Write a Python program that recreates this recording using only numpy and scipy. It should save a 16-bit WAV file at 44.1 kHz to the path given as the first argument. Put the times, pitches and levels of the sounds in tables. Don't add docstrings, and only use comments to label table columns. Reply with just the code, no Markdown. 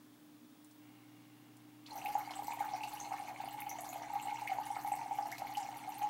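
import sys
import numpy as np
from scipy import signal
from scipy.fft import rfft, irfft, next_fast_len
from scipy.io import wavfile
from scipy.ndimage import uniform_filter1d, map_coordinates

SR = 44100
rng = np.random.default_rng(int(sys.argv[2]) if len(sys.argv) > 2 else 0)


def wav_record(signal):
    frames = np.transpose(np.atleast_2d(signal))
    bounded = np.clip(frames, -1, 1)
    quanta = np.round(bounded * 32767).astype(np.int16)
    wavfile.write(sys.argv[1], SR, quanta)


N = 268569
T = np.arange(N) / SR
ARRIVES_S, BUILD_S = 1.85, 0.075
HOLLOW_HZ, HOLLOW_WIDTH_HZ = 810.4, 41

# start in seconds, peak in dB before a common trim, pitch in Hz, time scale in seconds.
GULPS = [(1.9166, -44.5, 850, 0.0053), (1.954, -40.5, 810, 0.0057), (1.969, -40, 809, 0.0054),
         (1.9834, -36, 790, 0.0036), (2.0511, -35, 778, 0.0063), (2.0621, -34, 805, 0.0073),
         (2.0835, -33.5, 804, 0.0054), (2.14, -41, 806, 0.0037), (2.1528, -23, 811, 0.0048),
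         (2.1781, -33, 800, 0.0025), (2.2045, -44, 808, 0.0039), (2.2753, -37.0, 816, 0.0039),
         (2.3083, -35.5, 779, 0.0025), (2.3567, -40, 780, 0.012), (2.391, -33, 804.7, 0.0058),
         (2.4233, -35, 827, 0.0015), (2.4815, -31.5, 843, 0.0038), (2.5075, -34, 875, 0.0029),
         (2.5222, -37.5, 821, 0.0049), (2.5358, -36, 950, 0.00164), (2.573, -37, 790, 0.0034),
         (2.6065, -26, 815, 0.0048), (2.6238, -35.5, 814, 0.0028), (2.6551, -35, 843, 0.00546),
         (2.6784, -37, 790, 0.0082), (2.7108, -40.5, 815, 0.0085), (2.7357, -30, 806, 0.0054),
         (2.746, -31, 765, 0.00434), (2.7787, -40, 867, 0.007), (2.8084, -38.5, 838, 0.0055),
         (2.8371, -37.5, 832, 0.005), (2.937, -40, 836, 0.0058), (3.109, -35.5, 854, 0.0022),
         (3.1177, -31.5, 780, 0.0048), (3.1377, -34, 800, 0.006), (3.1988, -37.0, 790, 0.0046),
         (3.2204, -37.5, 795, 0.0053), (3.2841, -38, 831.3, 0.00517), (3.348, -43, 720, 0.0029),
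         (3.4015, -33, 815.4, 0.00497), (3.4143, -38, 810, 0.0036), (3.439, -32, 780, 0.0035),
         (3.4766, -35, 790, 0.0036), (3.6166, -41, 822, 0.0095), (3.6667, -35.5, 824.4, 0.0054),
         (3.7222, -38, 789, 0.0072), (3.7559, -38, 847, 0.003), (3.786, -37.5, 713, 0.0049),
         (3.812, -50.5, 680, 0.0079), (3.8343, -39.5, 829, 0.0051), (3.9283, -38.5, 756, 0.0038),
         (3.9529, -40, 818, 0.011), (3.9585, -35, 743.5, 0.0015), (4.0186, -36, 833, 0.0025),
         (4.1011, -37, 863, 0.0032), (4.1356, -34, 799.6, 0.0064), (4.1552, -28, 813, 0.0073),
         (4.2501, -39, 774.3, 0.01), (4.2706, -32.5, 804, 0.0041), (4.2827, -34.5, 826.5, 0.0073),
         (4.3018, -42.5, 883, 0.0074), (4.3157, -37.5, 802.6, 0.0084), (4.4171, -36, 835, 0.0082),
         (4.4957, -34, 776, 0.0071), (4.5162, -26.5, 775, 0.0067), (4.5481, -33.5, 762, 0.00384),
         (4.5683, -35.5, 800, 0.005), (4.5855, -28.0, 842, 0.0028), (4.6024, -34, 823, 0.0033),
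         (4.7034, -31, 808, 0.0063), (4.7293, -40, 850, 0.0045), (4.766, -32.5, 805, 0.0038),
         (4.7865, -38.5, 778, 0.0096), (4.847, -31, 812, 0.0052), (4.872, -31, 816.7, 0.0055),
         (4.9186, -27.5, 800, 0.0051), (4.9381, -32, 804, 0.0035), (4.9697, -36.5, 780, 0.0046),
         (4.9913, -38.5, 876, 0.0037), (5.0129, -36, 872, 0.0054), (5.0279, -37.5, 774.6, 0.0045),
         (5.0604, -37, 790, 0.0044), (5.1103, -30.0, 824, 0.0042), (5.1168, -29, 826, 0.0053),
         (5.1858, -27, 804, 0.0053), (5.2075, -33.5, 782.6, 0.00667), (5.2217, -38, 826, 0.0066),
         (5.2556, -32, 822, 0.00523), (5.4196, -32, 792, 0.0034), (5.448, -34, 817, 0.0049),
         (5.4916, -38.5, 784, 0.011), (5.5703, -30, 822, 0.0094), (5.6046, -32.5, 842.6, 0.00414),
         (5.6197, -35, 785, 0.0079), (5.6467, -36.5, 790, 0.0037), (5.6881, -33, 796.8, 0.0039),
         (5.8738, -37, 767, 0.0099), (6.0059, -39, 812, 0.014), (6.018, -34, 797, 0.0049),
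         (6.0313, -28.5, 827, 0.011), (6.0723, -39, 810, 0.0064)]


def gulps(trim_db=-1.17, snap_db=-21, wash_db=-33, wash_s=0.018):
    out, wash = np.zeros(N), np.zeros(N)
    t = np.arange(SR // 5) / SR
    for s, peak_db, hz, scale_s in GULPS:
        add(out, s - .001, undb(peak_db + trim_db) * gulp(hz, scale_s))
        add(out, s, undb(peak_db + snap_db) * ring(2000, .0001, 0.00083))
        add(wash, s, undb(peak_db + wash_db) * np.exp(-t / wash_s))
    wash_colour = [(480, 9.0), (680, -13.0), (920, 5.5), (1200, 14.5),
                   (1700, -22.0), (2600, -36.0), (5000, -10.5)]
    water = unit(colour(impacts(rate=2800, spread_db=-2.5), wash_colour))
    return out + wash * water


def gulp(hz, scale_s, rise_share=0.87, choke=1.19, glide=0.0051):
    t = np.arange(int(7 * scale_s * SR)) / SR
    age = t / (rise_share * scale_s)
    swell = age * np.exp((1 - age ** choke) / choke)
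    return swell * np.sin(2 * np.pi * hz * t * (1 + glide * (age / 2 - 1)))


def lull(depth_db=-4, after_s=0.0058, width_s=0.0066):
    dips = sum(np.exp(-((T - s - after_s) / width_s) ** 2) for s, *_ in GULPS)
    return undb(depth_db * dips)


# time in seconds, pitch in Hz.
GURGLE_PITCH = [(2.1, 819), (2.35, 721.2), (2.52, 905), (2.76, 741.7), (2.95, 839), (3.35, 731.8),
                (3.55, 872), (3.82, 746), (3.97, 721.7), (4.1, 841), (4.38, 883), (4.54, 723),
                (4.63, 865.8), (5.05, 818), (5.38, 718.6), (5.52, 813.5), (5.7, 778), (5.87, 879)]
# time in seconds, level in dB before trims.
GURGLE_LEVEL = [(2.0, -43.5), (2.25, -51.5), (2.7, -49), (2.95, -46.5), (3.9, -47), (4.5, -45.5),
                (5.6, -45.5), (5.8, -47.5), (6.09, -46.5)]
LESSER_COUNT = 72
LESSER_DB, LESSER_SPREAD_DB, LESSER_SPREAD_HZ, LESSER_SCALE_S = 1.5, 2, 25.8, 0.0047


def lesser_gulps():
    out = np.zeros(N)
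    first_s = ARRIVES_S + BUILD_S
    slots, step = np.linspace(first_s, T[-1], LESSER_COUNT, endpoint=False, retstep=True)
    starts = slots + step * rng.random(LESSER_COUNT)
    for s, (size, pitch, length) in zip(starts, rng.standard_normal((LESSER_COUNT, 3))):
        hz = curve(GURGLE_PITCH, s) + LESSER_SPREAD_HZ * pitch
        tone = gulp(hz, LESSER_SCALE_S * np.exp(0.14 * length))
        add(out, s, undb(LESSER_DB + LESSER_SPREAD_DB * size) * tone)
    return out * undb(curve(GURGLE_LEVEL))


def churn():
    gurgle = swarm(682.3, 933, cycles=6.1, spread_db=3.5, glide=0.067, count=900)
    hollow = sway(resonate(gurgle, HOLLOW_HZ, HOLLOW_WIDTH_HZ))
    fade_in = np.clip((T - ARRIVES_S - BUILD_S) / 0.065, 0, 1)
    hollow = steady(hollow, 0.11) * lull() * fade_in
    beats = impacts(rate=300, spread_db=5)
    thud_colour = [(25, -7), (90, -5.5), (180, -9.5), (280, -1.5),
                   (400, -4.5), (600, -3.5), (1000, 4.5), (2000, -53.0)]
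    thud = unit(colour(beats, thud_colour))
    base = steady(resonate(resonate(beats, 128.5, 30.0), 133.6, 25), 0.11)
    base = base * undb(np.interp(T, [2, 4.5], [-77, -72]))
    return hollow * undb(curve(GURGLE_LEVEL) - 6.0) + flow() * (undb(-62.5) * thud + base)


def sway(x, share=0.45):
    shift_hz = share * (curve(GURGLE_PITCH) - HOLLOW_HZ)
    analytic = signal.hilbert(x, next_fast_len(N))[:N]
    return np.real(analytic * np.exp(2j * np.pi * np.cumsum(shift_hz) / SR))


def flow():
    return np.clip((T - ARRIVES_S) / BUILD_S, 0, 1)


# start in seconds, level in dB before a common trim.
PLUNGES = [(2.165, -50.5), (2.295, -54), (2.608, -48.5), (3.112, -49.5), (3.405, -61), (4.15, -58.5),
           (4.5, -56), (4.755, -51), (5.18, -54.5), (5.401, -54.5), (5.6, -63)]


def froth(trim_db=1, linger_s=0.047, rise_s=0.0047):
    cloud, t = np.zeros(N), np.arange(SR // 3) / SR
    for s, level_db in PLUNGES:
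        swell = (1 - np.exp(-t / rise_s)) * np.exp(-t / linger_s)
        add(cloud, s, undb(level_db + trim_db) * swell)
    bubbles = swarm(1027.0, 2120.0, cycles=3.25, spread_db=2.5, glide=0.062, count=2000)
    return cloud * steady(bubbles, 0.047)


# frequency in Hz, relative gain in dB.
FIZZ = [(900, -7.5), (1100, -5), (1400, -9), (1750, -7), (2100, -1.5), (2900, -5), (3400, -6.5),
        (4200, -8.5), (5200, -27)]
SPRAY = [(2500, 19.5), (3700, -3), (4300, 0), (5200, -6.5), (6100, -2), (8000, -6), (10500, -9.5),
         (13000, -10), (15800, -10.5)]
# time in seconds, level in dB before a common trim.
FIZZ_LEVEL = [(1.9, -59), (2.1, -58), (2.4, -59), (2.6, -57.5), (3.0, -58), (3.55, -57), (3.85, -56.5),
              (4.3, -56.5), (4.65, -56.5), (5.25, -60), (5.5, -58), (5.9, -58), (6.09, -54)]
SPRAY_LEVEL = [(1.9, -61.5), (2.1, -60.5), (2.25, -64), (2.42, -61.5), (2.72, -62.5), (2.95, -59.5),
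               (3.15, -63), (3.4, -63.5), (3.66, -68), (3.9, -61.5), (4.05, -66), (4.4, -62.5), (4.78, -60),
               (4.9, -61.5), (5.05, -63.5), (5.45, -65.5), (5.57, -60), (5.72, -64.5), (6.0, -64)]


def splash(fizz_trim_db=-3.0, spray_trim_db=-3.5):
    together, spray = flurries(rate=26, decay_s=0.0069), 0
    fizz = swarm(1057.0, 5195, cycles=3.53, spread_db=2.5, glide=0.051, count=5000, rise_cycles=1.7)
    fizz = fizz * (1.03 + 0.79 * together)
    for hz in np.geomspace(4600, 14500, 7):
        drops = impacts(rate=900, spread_db=-2.5)
        drops = unit(resonate(resonate(drops, hz, hz / 4), hz, hz / 4)) * np.sqrt(hz)
        spray = spray + drops * (0.13 + 0.93 * together + 1.5 * flurries(rate=45, decay_s=0.0042))
    fizz = steady(colour(fizz, FIZZ), 0.087) * undb(curve(FIZZ_LEVEL) + fizz_trim_db)
    spray = steady(colour(spray, SPRAY), 0.091) * undb(curve(SPRAY_LEVEL) + spray_trim_db)
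    return flow() * (fizz + spray)


def lesser_drops(trim_db=-7.0):
    drops = swarm(5153, 14800, cycles=4.1, spread_db=4.0, glide=0.027, count=220)
    drops = steady(scatter(drops, db=5.5, decay_s=0.0027)[:N], 0.55)
    return flow() * undb(curve(SPRAY_LEVEL) + trim_db) * drops


# start in seconds, level in dB before a common trim, centre in Hz.
SPATTERS = [(1.863, -53.5, 4180), (2.06, -50.5, 2770), (2.307, -49, 3800), (2.472, -56, 5000),
            (2.834, -46.5, 3700), (4.474, -52, 2800), (5.315, -48.5, 5650), (5.381, -48.5, 4700),
            (5.57, -46.5, 5300)]


def spatters(trim_db=1.0, relative_width=0.54, rise_s=0.00082, decay_s=0.0073):
    out, t = np.zeros(N), np.arange(SR // 10) / SR
    drops = impacts(rate=2000, spread_db=0.5)
    for s, level_db, hz in SPATTERS:
        burst = drops[int(s * SR):][:len(t)]
        burst = unit(resonate(resonate(burst, hz, relative_width * hz), hz, 2 * hz))
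        swell = (1 - np.exp(-t / rise_s)) * np.exp(-t / decay_s)
        add(out, s, undb(level_db + trim_db) * burst * swell)
    return out


# start in seconds, peak in dB before a common trim, pitch in Hz, decay in seconds.
BUBBLES = [(2.015, -41, 2640, 0.0027), (2.059, -30, 2466, 0.0017), (2.0665, -44, 2660, 0.00274),
           (2.073, -45, 2500, 0.0021), (2.293, -41.5, 2190, 0.00173), (2.336, -41.5, 3150, 0.0025),
           (2.504, -41, 1960, 0.0012), (2.521, -33, 2350, 0.0014), (2.6, -40.5, 2180, 0.0022),
           (2.743, -44, 2100, 0.0014), (2.68, -45.5, 2300, 0.0015), (2.806, -40, 2500, 0.0015),
           (2.972, -38.5, 2690, 0.0011), (3.182, -42.5, 2320, 0.00172), (3.2827, -41.5, 2340, 0.00104),
           (3.361, -39, 2260, 0.0015), (3.486, -41.5, 2900, 0.0017), (3.62, -33, 2330, 0.00095),
           (4.282, -40, 2120, 0.0025), (4.307, -40, 2356, 0.0021), (4.357, -42, 2204, 0.00283),
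           (4.371, -40, 2750, 0.0014), (4.4995, -42, 2130, 0.0016), (4.514, -53, 2200, 0.0015),
           (4.9167, -40, 2530, 0.0017), (4.935, -38.5, 2120, 0.0022), (5.014, -39.5, 2380, 0.001),
           (5.381, -43, 2450, 0.00164), (5.47, -38.5, 2130, 0.0014)]
# start in seconds, peak in dB before its fragments are added, pitch in Hz.
DROPLETS = [(1.907, -49, 4240), (2.144, -49, 6660), (2.355, -45.5, 7800), (2.505, -46.5, 7380),
            (3.001, -40.5, 6270), (3.047, -51.5, 4250), (3.694, -39.5, 6000), (3.786, -44.5, 7000),
            (3.8906, -42.5, 6840), (4.022, -51.5, 5840), (4.225, -43.5, 7700), (4.921, -41.5, 7970),
            (5.603, -48, 7290), (5.943, -49, 8700), (6.028, -48.5, 6343)]


def pings(bubble_trim_db=-4.5, rise_share=0.37, chirp=0.127, droplet_cycles=9):
    out = np.zeros(N)
    for s, db, hz, decay_s in BUBBLES:
        tone = ring(hz, rise_share * decay_s, decay_s, chirp * (decay_s / 0.002) ** .5)
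        add(out, s, undb(db + bubble_trim_db) * tone)
    for s, db, hz in DROPLETS:
        ping = ring(hz, 0.00071, droplet_cycles / hz, glide=0.097)
        add(out, s, undb(db) * scatter(ping, db=-1, decay_s=0.012))
    return out


# start in seconds,
# peak in dB before a common trim and fragments, first pitch in Hz, last pitch in Hz, length in seconds.
CHIRPS = [(1.857, -49, 2200, 5580, .011), (2.829, -39.5, 1900, 3100, .009),
          (4.193, -42.5, 1800, 3000, .008), (4.471, -33.5, 1600, 2560, .008),
          (5.313, -40.5, 1250, 2400, .017), (5.548, -39, 2200, 3200, .007)]


def chirps(trim_db=-1, burst_share=0.85, spit_db=-7, spit_s=0.0058):
    out = np.zeros(N)
    for s, peak_db, first_hz, last_hz, length_s in CHIRPS:
        age = np.linspace(0, 1, int(length_s * SR))
        swell = np.interp(age, [0, burst_share, 1], [0, 1, 0])
        hz = first_hz * (last_hz / first_hz) ** age
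        tone = swell * np.sin(2 * np.pi * np.cumsum(hz) / SR)
        add(out, s, undb(peak_db + trim_db) * scatter(tone, db=spit_db, decay_s=spit_s))
    return out


# start in seconds, peak in dB.
TICKS = [(1.957, -40), (1.982, -44), (2.05, -36.5), (2.082, -41.5), (2.117, -44), (2.14, -51), (2.184, -39),
         (2.307, -47), (2.356, -46.5), (2.391, -50), (2.433, -43.5), (2.47, -38), (2.534, -43),
         (2.602, -43), (2.648, -41), (2.836, -48), (2.892, -43.5), (2.935, -42.0), (3.003, -59),
         (3.032, -49), (3.283, -47), (3.445, -49), (3.486, -42), (3.527, -45), (3.541, -53), (3.604, -35),
         (3.693, -34.5), (3.808, -36.0), (3.834, -44.0), (3.852, -48), (3.874, -43.5), (3.89, -41),
         (3.905, -40), (3.931, -39.5), (3.969, -46.5), (4.135, -43), (4.217, -42.5), (4.253, -45.0),
         (4.439, -50), (4.475, -45), (4.536, -54), (4.665, -45), (4.784, -47.0), (4.837, -41), (4.876, -38),
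         (4.915, -48), (4.954, -40), (5.154, -47), (5.185, -47), (5.272, -42), (5.316, -41.0), (5.383, -43),
         (5.469, -46.0), (5.504, -44), (5.571, -46), (5.77, -42.5), (5.892, -42), (5.983, -38.5)]


def ticks(centre_hz=12660, spread_hz=1900, fragments_db=7, fragments_s=0.0025):
    out = np.zeros(N)
    for (s, peak_db), size in zip(TICKS, rng.uniform(-1, 1, len(TICKS))):
        hz = centre_hz + spread_hz * size
        bead = ring(hz, 0.8 / hz, 1.1 / hz)
        click = scatter(bead, db=fragments_db, decay_s=fragments_s)
        add(out, s, undb(peak_db) * click / np.abs(click).max())
    return out


# frequency in Hz, width in Hz, gain at the centre in dB.
TUB = [(689, 7.6, 2.5), (794, 9.7, -7), (928, 4.8, -14), (944, 37, 1.5), (2172.3, 27, 7), (2672, 28, 1),
       (2966, 60, 0.5), (4186, 110, 3), (4730, 47, 4.5)]


def tub_ringing(water):
    return sum(undb(db) * resonate(water, hz, width_hz) for hz, width_hz, db in TUB)


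# frequency in Hz, gain in dB.
SLAP = [(2000, -10), (7000, -4), (12000, -1)]


def slap(x, delay_s=0.0092, sway_s=0.00008):
    late = (T - delay_s - sway_s * walk(12)) * SR
    return colour(map_coordinates(x, [late], order=3), SLAP)


def echoes(x, db, start_s, t60_s):
    t = np.arange(SR // 2) / SR
    tail = rng.standard_normal(len(t)) * (t > start_s) * undb(-60 * t / t60_s)
    return undb(db) * signal.fftconvolve(x, tail / np.linalg.norm(tail))[:N]


def knock(at_s=0.41, db=-57, hz=240, decay_s=0.031):
    out = np.zeros(N)
    add(out, at_s, undb(db) * ring(hz, 0.005, decay_s))
    return out


# start in seconds, peak in dB before its fragments are added, centre in Hz.
CLICKS = [(.646, -49, 8900), (0.711, -52.5, 7770), (1.569, -51, 8400)]


def clicks():
    out = np.zeros(N)
    for s, db, hz in CLICKS:
        add(out, s, undb(db) * scatter(ring(hz, .5 / hz, 0.585 / hz), db=7.0, decay_s=0.0087))
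    return out


# multiple of the stroke rate, rms level in dB.
HUM = [(2, -68), (3, -80), (4, -81), (6, -84), (12, -89), (13, -79)]
# frequency in Hz, width in Hz, relative level in dB.
WHIRR = [(819, 170, 0.5), (1104, 210, -2), (1880, 140, -6.5), (2190, 160, 1.5), (2805, 134, 2.5)]
PUMP_HZ = 60.0


def pump():
    running = np.interp(T, [.77, .83], [.35, 1])
    stroke = 2 * np.pi * np.cumsum(PUMP_HZ * (1 + 0.0025 * walk(4.897))) / SR
    hum = sum(undb(db) * np.sin(k * stroke + rng.uniform(0, 2 * np.pi)) for k, db in HUM) * np.sqrt(2)
    hiss = unit(sum(undb(db) * resonate(rng.standard_normal(N), hz, width) for hz, width, db in WHIRR))
    hiss *= 1 + 0.35 * np.sin(stroke)
    hiss *= np.clip((T - .81) / 0.014, 0, 1) * undb(np.interp(T, [.9, 1.8], [-71, -75]))
    return running * hum + hiss


def fan(hz=301.5):
    level = np.sqrt(2) * undb(-62.0 + 1.05 * walk(10))
    return level * np.sin(2 * np.pi * np.cumsum(hz * (1 + 0.0011 * walk(9.7))) / SR)


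# frequency in Hz, relative gain in dB.
AIR = [(30, -19), (70, -27), (120, -2), (200, -3), (265, 8), (330, -3.5), (480, -9.5), (1000, -10),
       (2000, -15.5), (2900, -17.5), (3400, -15), (4000, -18.5), (8000, -22.5), (15500, -21)]


def air():
    return unit(colour(rng.standard_normal(N), AIR)) * undb(-63.5 + .5 * walk(3.1))


def whine(hz=15601):
    level_db = np.interp(T, [.7, 1.2], [-77.5, -84]) + 1.9 * walk(2.0)
    return np.sqrt(2) * undb(level_db) * np.sin(2 * np.pi * hz * T)


def undb(db):
    return 10 ** (np.asarray(db) / 20)


def curve(points, at=T):
    return np.interp(at, *np.transpose(points))


def unit(x):
    return x / np.sqrt(np.mean(x ** 2))


def steady(x, span_s):
    span = int(span_s * SR)
    power = uniform_filter1d(uniform_filter1d(x ** 2, span), span)
    return x / np.sqrt(np.abs(power) + np.mean(x ** 2) / 1000)


def add(out, s, sound):
    i = int(np.clip(s * SR, 0, N - 1))
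    out[i:i + len(sound)] += sound[:N - i]


def resonate(x, hz, width_hz):
    return signal.lfilter(*signal.iirpeak(hz, hz / width_hz, fs=SR), x)


def colour(x, points, size=4096):
    hz, db = np.transpose(points)
    grid = np.log(np.maximum(np.fft.rfftfreq(size, 1 / SR), 1))
    shape = np.interp(grid, np.log(np.r_[hz[0] / 2, hz]), np.r_[db[0] - 20, db])
    cepstrum = irfft(np.log(undb(shape)))
    cepstrum[1:size // 2] *= 2
    cepstrum[size // 2 + 1:] = 0
    return signal.fftconvolve(x, irfft(np.exp(rfft(cepstrum))))[:N]


def walk(rate):
    k = int(SR / rate)
    steps = np.repeat(rng.standard_normal(N // k + 2), k)
    return unit(uniform_filter1d(steps, k)[:N])


def ring(hz, rise_s, decay_s, glide=0):
    t = np.arange(int(7 * (decay_s + rise_s) * SR) + 2) / SR
    swell = (1 - np.exp(-t / rise_s)) ** 2 * np.exp(-t / decay_s)
    return swell / swell.max() * np.sin(2 * np.pi * hz * t * (1 + glide * (t / decay_s / 2 - 1)))


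def impacts(rate, spread_db):
    chance = rng.random(N)
    size = undb(spread_db * np.clip(rng.standard_normal(N), -2, 2))
    return (chance < rate / SR) * size * rng.choice([-1, 1], N)


def swarm(low_hz, high_hz, cycles, spread_db, glide, count, rise_cycles=0.39):
    out = np.zeros(N)
    for when, small, strength in rng.random((count, 3)):
        hz = low_hz * (high_hz / low_hz) ** small
        size = undb(spread_db * min(-np.log(1 - strength), 4))
        add(out, when * N / SR, size * ring(hz, rise_cycles / hz, cycles / hz, glide))
    return out


def scatter(sound, db, decay_s):
    t = np.arange(int(5 * decay_s * SR) + 2) / SR
    trail = rng.standard_normal(len(t)) ** 3 * np.exp(-t / decay_s)
    trail *= undb(db) / np.linalg.norm(trail)
    trail[0] += 1
    return signal.fftconvolve(sound, trail)


def flurries(rate, decay_s, rise_s=0.0031):
    poles = np.exp(-1 / (np.array([rise_s, decay_s]) * SR))
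    return unit(signal.lfilter([1], np.poly(poles), np.abs(impacts(rate, spread_db=3.5))))


def scene():
    bright = splash() + lesser_drops() + spatters() + pings() + chirps() + ticks()
    deep = gulps() + froth() + churn() + lull() * lesser_gulps()
    water = bright + deep
    room = slap(bright) + echoes(bright, db=-4, start_s=0.0068, t60_s=0.29)
    room = room + echoes(deep, db=-6.0, start_s=0.01002, t60_s=0.19)
    background = pump() + fan() + air() + whine()
    return (water + tub_ringing(water) + room + knock() + clicks() + background)[None]


def record(dry, top_hz=15900):
    return signal.sosfilt(signal.ellip(10, .2, 70, top_hz, fs=SR, output="sos"), dry)


dry = scene()
out = record(dry)
wav_record(out)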